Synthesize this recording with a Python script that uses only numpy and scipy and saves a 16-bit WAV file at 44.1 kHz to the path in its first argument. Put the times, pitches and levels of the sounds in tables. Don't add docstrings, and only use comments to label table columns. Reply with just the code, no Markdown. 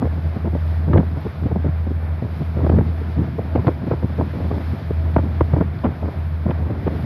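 import sys
import numpy as np
from scipy import signal
from scipy.fft import rfft, irfft
from scipy.io import wavfile
from scipy.ndimage import uniform_filter1d, minimum_filter1d

SR = 44100
rng = np.random.default_rng(int(sys.argv[2]) if len(sys.argv) > 2 else 0)


def voltage_ratio(decibels):
    exponent = np.asarray(decibels, float) / 20
    return 10 ** exponent


def persist_wave(psi):
    counts = np.round(np.clip(psi, -1, 1) * 32767).astype(np.int16)
    wavfile.write(sys.argv[1], SR, np.atleast_2d(counts).T)


N = 310905
TIME = np.arange(N) / SR


def coloured(points, shape, spiky=1):
    hz, db = np.transpose(points)
    bins = np.fft.rfftfreq(shape[-1], 1 / SR) + 1
    gain = voltage_ratio(np.interp(np.log(bins), np.log(hz), db, left=-140, right=-140))
    noise = rng.standard_normal(shape)
    jolts = np.sign(noise) * np.abs(noise) ** spiky
    y = irfft(rfft(jolts) * gain, shape[-1])
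    return y / np.sqrt(np.mean(y ** 2, axis=-1, keepdims=True))


def smooth(x, size):
    return uniform_filter1d(uniform_filter1d(x, size=size), size=size)


def walk(rate):
    hold = int(SR / rate)
    levels = np.repeat(rng.standard_normal(N // hold + 1), hold)
    y = smooth(levels, hold)[:N]
    return y / y.std()


def curve(table):
    s, db = np.transpose(table)
    return smooth(np.interp(TIME, s, db), 600)


# (time of centre [s], level of body [dB], swirl [dB re body],
# crackle [dB re body], spread [ms])
SLAMS = [(.026, -15, -1.5, -18, 4.3), (.936, -15.5, 0, -9, 4), (.958, -14.5, 0.5, -18, 9.6),
         (.978, -14, 3, -11, 4.3), (.995, -17, 1.5, -17, 7), (2.668, -15, -7.5, -18, 3.1),
         (2.698, -10.5, -0.5, -18, 2.6), (2.787, -14, 3, -17, 4.2), (3.389, -17.5, -4, -17.5, 3.5),
         (3.558, -12, -6, -19, 4.1), (3.671, -13, 6.5, -14, 2.2), (3.683, -11, -8, -12.5, 5),
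         (3.916, -17, -6.5, -15.5, 7.2), (4.214, -17.5, -4, -15, 4), (5.166, -6, -5, -9.5, 2.2),
         (5.188, -17, -2.5, -13.5, 5.6), (5.412, -7, -2.5, -11, 2.7), (5.54, -18.5, 7, -12, 5.1),
         (5.566, -18, -2, -19, 4.5), (5.613, -14.5, 0, -14.5, 5.9), (5.851, -14, -8, -14, 7.9),
         (5.864, -18, 1.5, -8.5, 2.6), (6.498, -18.5, -0.5, -16, 3.2), (6.878, -15.5, -5, -12, 4)]
# (time of centre [s], level of body [dB], swirl [dB re body], crackle [dB re body])
PUFFS = [(.366, -26, 4.5, -21), (.477, -22.5, -1, -22), (.555, -21, 0.5, -17), (1.031, -26, -5, -30),
         (1.257, -24, 1.5, -25), (1.268, -22.5, -2, -14), (1.459, -23, 7.5, -21), (1.516, -21, 1.5, -17),
         (1.562, -20, 3, -27), (1.646, -21.5, -1, -32), (1.665, -20.5, 1, -17), (1.687, -26.5, 9.5, -16),
         (2.226, -24.5, 5, -34.5), (2.649, -19.5, 2.5, -17), (2.721, -19, -7, -19.5), (3.015, -27, -8, -21),
         (3.593, -22.5, 5.5, -16), (3.65, -24, -3, -24), (3.936, -19.5, -0.5, -19), (4.031, -23, 2, -16),
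         (4.045, -23, 5, -26), (4.19, -22, -2, -17), (4.515, -21.5, -2.5, -11), (4.907, -18.5, -1.5, -23),
         (5.583, -19.5, 0, -22), (6.086, -22.5, -11, -16), (6.511, -22, -9, -8.5), (6.705, -23.5, 3.5, -19),
         (6.868, -18, -5, -20), (2.812, -23.5, 8, -12)]
# (frequency [Hz], level [dB per Hz])
THUMP = [(30, -41.5), (50, -18.5), (75, 2), (130, 2.5), (230, -4.5), (330, -14), (600, -33.5)]
BODY = [(120, -37), (250, 6.5), (400, 1), (650, -5.5), (950, -15), (1600, -43.5)]
CRACKLE = [(500, -25.5), (900, 6.5), (1300, -1), (2100, -13.5), (3100, -29.5), (4500, -45.5), (6500, -75)]


def eddies():
    size = 4096
    puff_ms = 3.98
    rows = [*map(tuple, SLAMS)] + [(*row, puff_ms) for row in PUFFS] + flurries()
    s, body_db, swirl_db, crackle_db, spread_ms = (c[:, None] for c in np.transpose(rows))
    length = spread_ms / 1000
    t = (np.arange(size) - size // 2) / SR
    layers = (  # colour, level [dB], lag [s], stretch
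        (THUMP, swirl_db + 3.5, .002, 1.3),
        (BODY, -.3, 0, .8),
        (CRACKLE, crackle_db, -.0012, .65))
    burst = 0
    for colour, db, lag, stretch in layers:
        steepness = np.where(t < lag, .8, 1.2)
        spread = 2 * stretch * np.clip(length, .002, .012) * steepness
        part = coloured(colour, (len(s), size), spiky=5.44)
        part = part * np.exp(-((t - lag) / spread) ** 2) * np.hanning(size)
        energy = np.sum(part ** 2, axis=1, keepdims=True)
        burst = burst + voltage_ratio(db) * part * np.sqrt(length * SR / energy)
    out = np.zeros(N + size)
    np.add.at(out, (s * SR).astype(int) + np.arange(size), voltage_ratio(body_db + 3.0) * burst)
    return out[size // 2:size // 2 + N]


# (time of start [s], length [s], level of body [dB], swirl [dB re body])
FLURRIES = [(.04, .03, -23, -1.5), (.44, .03, -27.5, 4), (.53, .015, -29, 7), (.872, .045, -26, 6.5),
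            (1.16, .015, -29.5, 4.5), (1.415, .07, -29.5, 1), (1.868, .012, -27.5, 0),
            (2.235, .035, -32, 6.5), (2.402, .015, -29, 3), (2.56, .08, -27, 2), (2.73, .05, -25, 9),
            (3.175, .045, -35, 13), (3.275, .015, -30.5, -1), (3.565, .025, -24, 1), (3.7, .025, -29.5, -1),
            (3.81, .035, -33.5, 11.5), (3.87, .02, -29, 3.5), (4.095, .015, -30, 0),
            (4.195, .04, -22.5, 0.5), (4.335, .13, -31, 2.5), (4.525, .085, -28, -0.5),
            (4.735, .015, -30.5, 9), (5.258, .015, -30.5, 5.5), (.94, .015, -20, 2.5),
            (5.875, .025, -26.5, 1.5), (6.03, .04, -26, -0.5), (1.903, .012, -28, 2),
            (6.462, .035, -25, 4.5), (6.585, .035, -33.5, 4), (6.9, .06, -30, -0.5)]


def flurries():
    shed_s, small_ms = .013, 4.2
    rows = []
    for start, length, body_db, swirl_db in FLURRIES:
        chance = rng.standard_normal((12, 4))
        jitter = .2 * chance[:, 0].clip(-2, 2)
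        times = start + shed_s * (np.arange(12) + jitter + .3)
        for s, c in zip(times, chance):
            if s < start + length:
                rows.append((s, body_db + 1.8 * c[1], swirl_db + 1.9 * c[2], -21 + 3 * c[3], small_ms))
    return rows


# (time [s], peak level [dB])
SNAPS = [(0.9318, -27.5), (0.9746, -23.5), (2.6956, -32.5), (2.786, -33), (3.5568, -31.5), (3.6696, -26),
         (4.2138, -43), (5.164, -36), (5.1847, -33.5), (5.4083, -30), (5.8421, -31), (5.8591, -35),
         (6.5066, -27.5), (6.871, -32)]
# (frequency [Hz], level [dB per Hz])
SNAP = [(900, -21.5), (1500, 4.5), (2300, -3.5), (3300, -13.5), (4800, -28), (6500, -48.5)]


def snaps():
    size = 1024
    s, peak_db = (c[:, None] for c in np.transpose(SNAPS))
    t = np.arange(size) / SR
    snap = coloured(SNAP, (len(s), size)) * (t / .0025) * np.exp(-t / 0.0021)
    snap *= voltage_ratio(peak_db - 0.5) / np.abs(snap).max(axis=1, keepdims=True)
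    out = np.zeros(N)
    np.add.at(out, (s * SR).astype(int) + np.arange(size), snap)
    return out


# (time [s], level [dB])
BREEZE = [(0, -32.5), (.49, -34), (.68, -39.5), (.85, -32.5), (1.1, -33), (1.33, -38), (1.6, -32.5),
          (1.98, -39.5), (2.25, -36), (2.75, -28), (2.97, -34), (3.25, -29.5), (4.05, -34.5), (4.53, -29),
          (4.8, -35), (5.3, -30), (6.3, -36.5), (6.7, -30)]


def breeze():
    flutter_db = curve(BREEZE)
    rustle_db = -13.5 + .4 * (flutter_db + 33)
    swirl = walk(35)
    flutter = voltage_ratio(2.02 * swirl + 1.3 * walk(14)) * coloured(THUMP, (N,))
    fine = coloured(BODY, (N,)) + voltage_ratio(-12.0) * coloured(CRACKLE, (N,))
    rustle = voltage_ratio(3.5 * swirl + 2.0 * walk(90)) * fine
    return voltage_ratio(flutter_db + 2.0) * (flutter + voltage_ratio(rustle_db) * rustle)


# (multiple of the cycle rate, level [dB])
ORDERS_DB = [(5, -44), (7, -40), (11, -41), (12, -50)]
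# (frequency [Hz], level [dB per Hz])
HULL = [(20, -28.5), (32, -24), (45, -14), (62, -5.5), (100, -2.5), (150, -2), (190, -11), (280, -26),
        (400, -45.5)]


def engine():
    cycle_hz, fan_hz = 13.48, 42
    turn = 2 * np.pi * cycle_hz * TIME + 0.012 * walk(5.0)
    note = voltage_ratio(funnel_db() - .8 + .7 * walk(20)) * np.sin(6 * turn)
    for order, db in ORDERS_DB:
        note += voltage_ratio(db + 2.5 * walk(3)) * np.sin(order * turn + rng.uniform(0, 2 * np.pi))
    note += voltage_ratio(-42) * np.sin(2 * np.pi * fan_hz * TIME)
    vent_air = coloured([(600, -23.5), (645, 6.5), (680, 0.0), (720, -24.5)], (N,))
    vent = voltage_ratio(-51 + 1.4 * walk(3.7)) * vent_air
    hull = voltage_ratio(-37.5 + 2.1 * walk(4.2)) * coloured(HULL, (N,))
    return np.sqrt(2) * note + vent + hull


# (time [s], level [dB])
DRONE = [(0, -22), (.1, -21), (.5, -18.5), (.9, -18.5), (1.15, -21), (1.65, -19), (2.1, -20.5), (2.55, -21),
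         (2.75, -13), (3.0, -21.5), (3.55, -20.5), (4.3, -26), (4.53, -22), (5.08, -18.5), (5.6, -19.5),
         (6.2, -20.5), (6.62, -19.5), (7.0, -25.5)]
# (time of centre [s], depth [dB], half length [s])
FADES = [(0, 10, .03), (0.197, 7, 0.036), (0.372, 13, 0.041), (1.25, 13.5, 0.07), (1.34, 24, 0.032),
         (1.483, 8, 0.066), (2.235, 10, 0.057), (2.412, 8, 0.053), (2.822, 8.5, 0.035), (3.356, 11, 0.11),
         (3.645, 8, .03), (3.783, 8, .06), (4.608, 11, 0.025), (4.796, 14, 0.056), (5.503, 1, .04),
         (5.78, 19, 0.051), (5.958, 17, 0.044), (6.122, 22, 0.026), (6.46, 4, .07), (6.732, 8, 0.044),
         (7.05, 10, 0.026)]


def funnel_db():
    fades = sum(db * np.exp(-((TIME - s) / half) ** 2) for s, db, half in FADES)
    return curve(DRONE) - fades


# (time [s], level [dB])
WASH = [(0, -68.5), (.55, -68.5), (.66, -66), (.88, -69), (1.3, -67), (1.64, -70), (2.11, -70.5),
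        (2.36, -67), (3.1, -68), (3.35, -69), (3.85, -68), (4.38, -66), (4.72, -65), (5.0, -68), (5.9, -69),
        (6.75, -69.5), (6.95, -66.5), (7.05, -66)]
# (frequency [Hz], level [dB per Hz])
RUSH = [(180, -28.5), (300, -7.5), (470, -9.5), (650, -7), (1150, -13.5), (1500, -14), (2350, -20),
        (2800, -27), (3500, -27), (4100, -30.5), (5050, -33), (5700, -42), (8000, -58), (10400, -90)]
SPRAY = [(4700, -47), (8000, -18.5), (9000, -8.5), (9600, -8), (10300, -2), (11700, 2), (13200, -5),
         (14600, -10), (15000, -16), (15900, -21.5)]


def water():
    spray_db = curve(WASH)
    surge_db = spray_db + 68
    seethe = walk(6.5)
    rush = coloured(RUSH, (N,))
    low = signal.sosfiltfilt(signal.butter(2, 1300, fs=SR, output="sos"), rush)
    top = signal.sosfiltfilt(signal.butter(2, 2800, "high", fs=SR, output="sos"), rush)
    middle = rush - low - top
    rush = voltage_ratio(1.2 * walk(16)) * low + voltage_ratio(1.4 * walk(25)) * middle
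    rush += voltage_ratio(.9 * surge_db + 1.16 + 0.9 * walk(30)) * top
    spray = voltage_ratio(spray_db + 0.46 + .5 * seethe + .8 * walk(30)) * coloured(SPRAY, (N,))
    return voltage_ratio(-41.0 + .35 * surge_db + 0.4 * seethe) * rush + spray


# (time [s], level [dB], centre frequency [Hz])
TICKS = [(1.21, -62.5, 13500), (5.143, -48, 3800), (3.915, -53, 3000), (3.672, -46, 3900),
         (3.672, -66, 7000), (.934, -51, 2700), (.976, -35, 2150), (0.031, -34, 1300), (5.167, -9.5, 800),
         (5.79, -52, 3900), (1.476, -36, 800), (5.842, -27, 940), (5.411, -46, 3000), (6.508, -44, 2700),
         (5.845, -48, 3100), (.945, -38, 1700), (3.557, -44, 2500)]


def ticks():
    out = np.zeros(N)
    for s, db, hz in TICKS:
        band = [(.6 * hz, -30), (.8 * hz, 0), (1.15 * hz, 0), (1.3 * hz, -30)]
        out += voltage_ratio(db) * np.exp(-((TIME - s) / .004) ** 2) * coloured(band, (N,))
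    return out


def scene():
    wind = eddies() + snaps() + breeze()
    return (wind + engine() + water() + ticks())[None]


def band_limit(x):
    return signal.sosfilt(signal.butter(12, 15630, fs=SR, output="sos"), x)


def record(dry):
    mic_low_hz, ceiling = 57.4, .705
    heard = signal.sosfilt(signal.butter(4, mic_low_hz, "high", fs=SR, output="sos"), dry)
    gain = minimum_filter1d(np.minimum(1, ceiling / (np.abs(heard) + 1e-9)), size=257)
    mix = heard * smooth(gain, 128)
    return band_limit(mix)


dry = scene()
out = record(dry)
persist_wave(out)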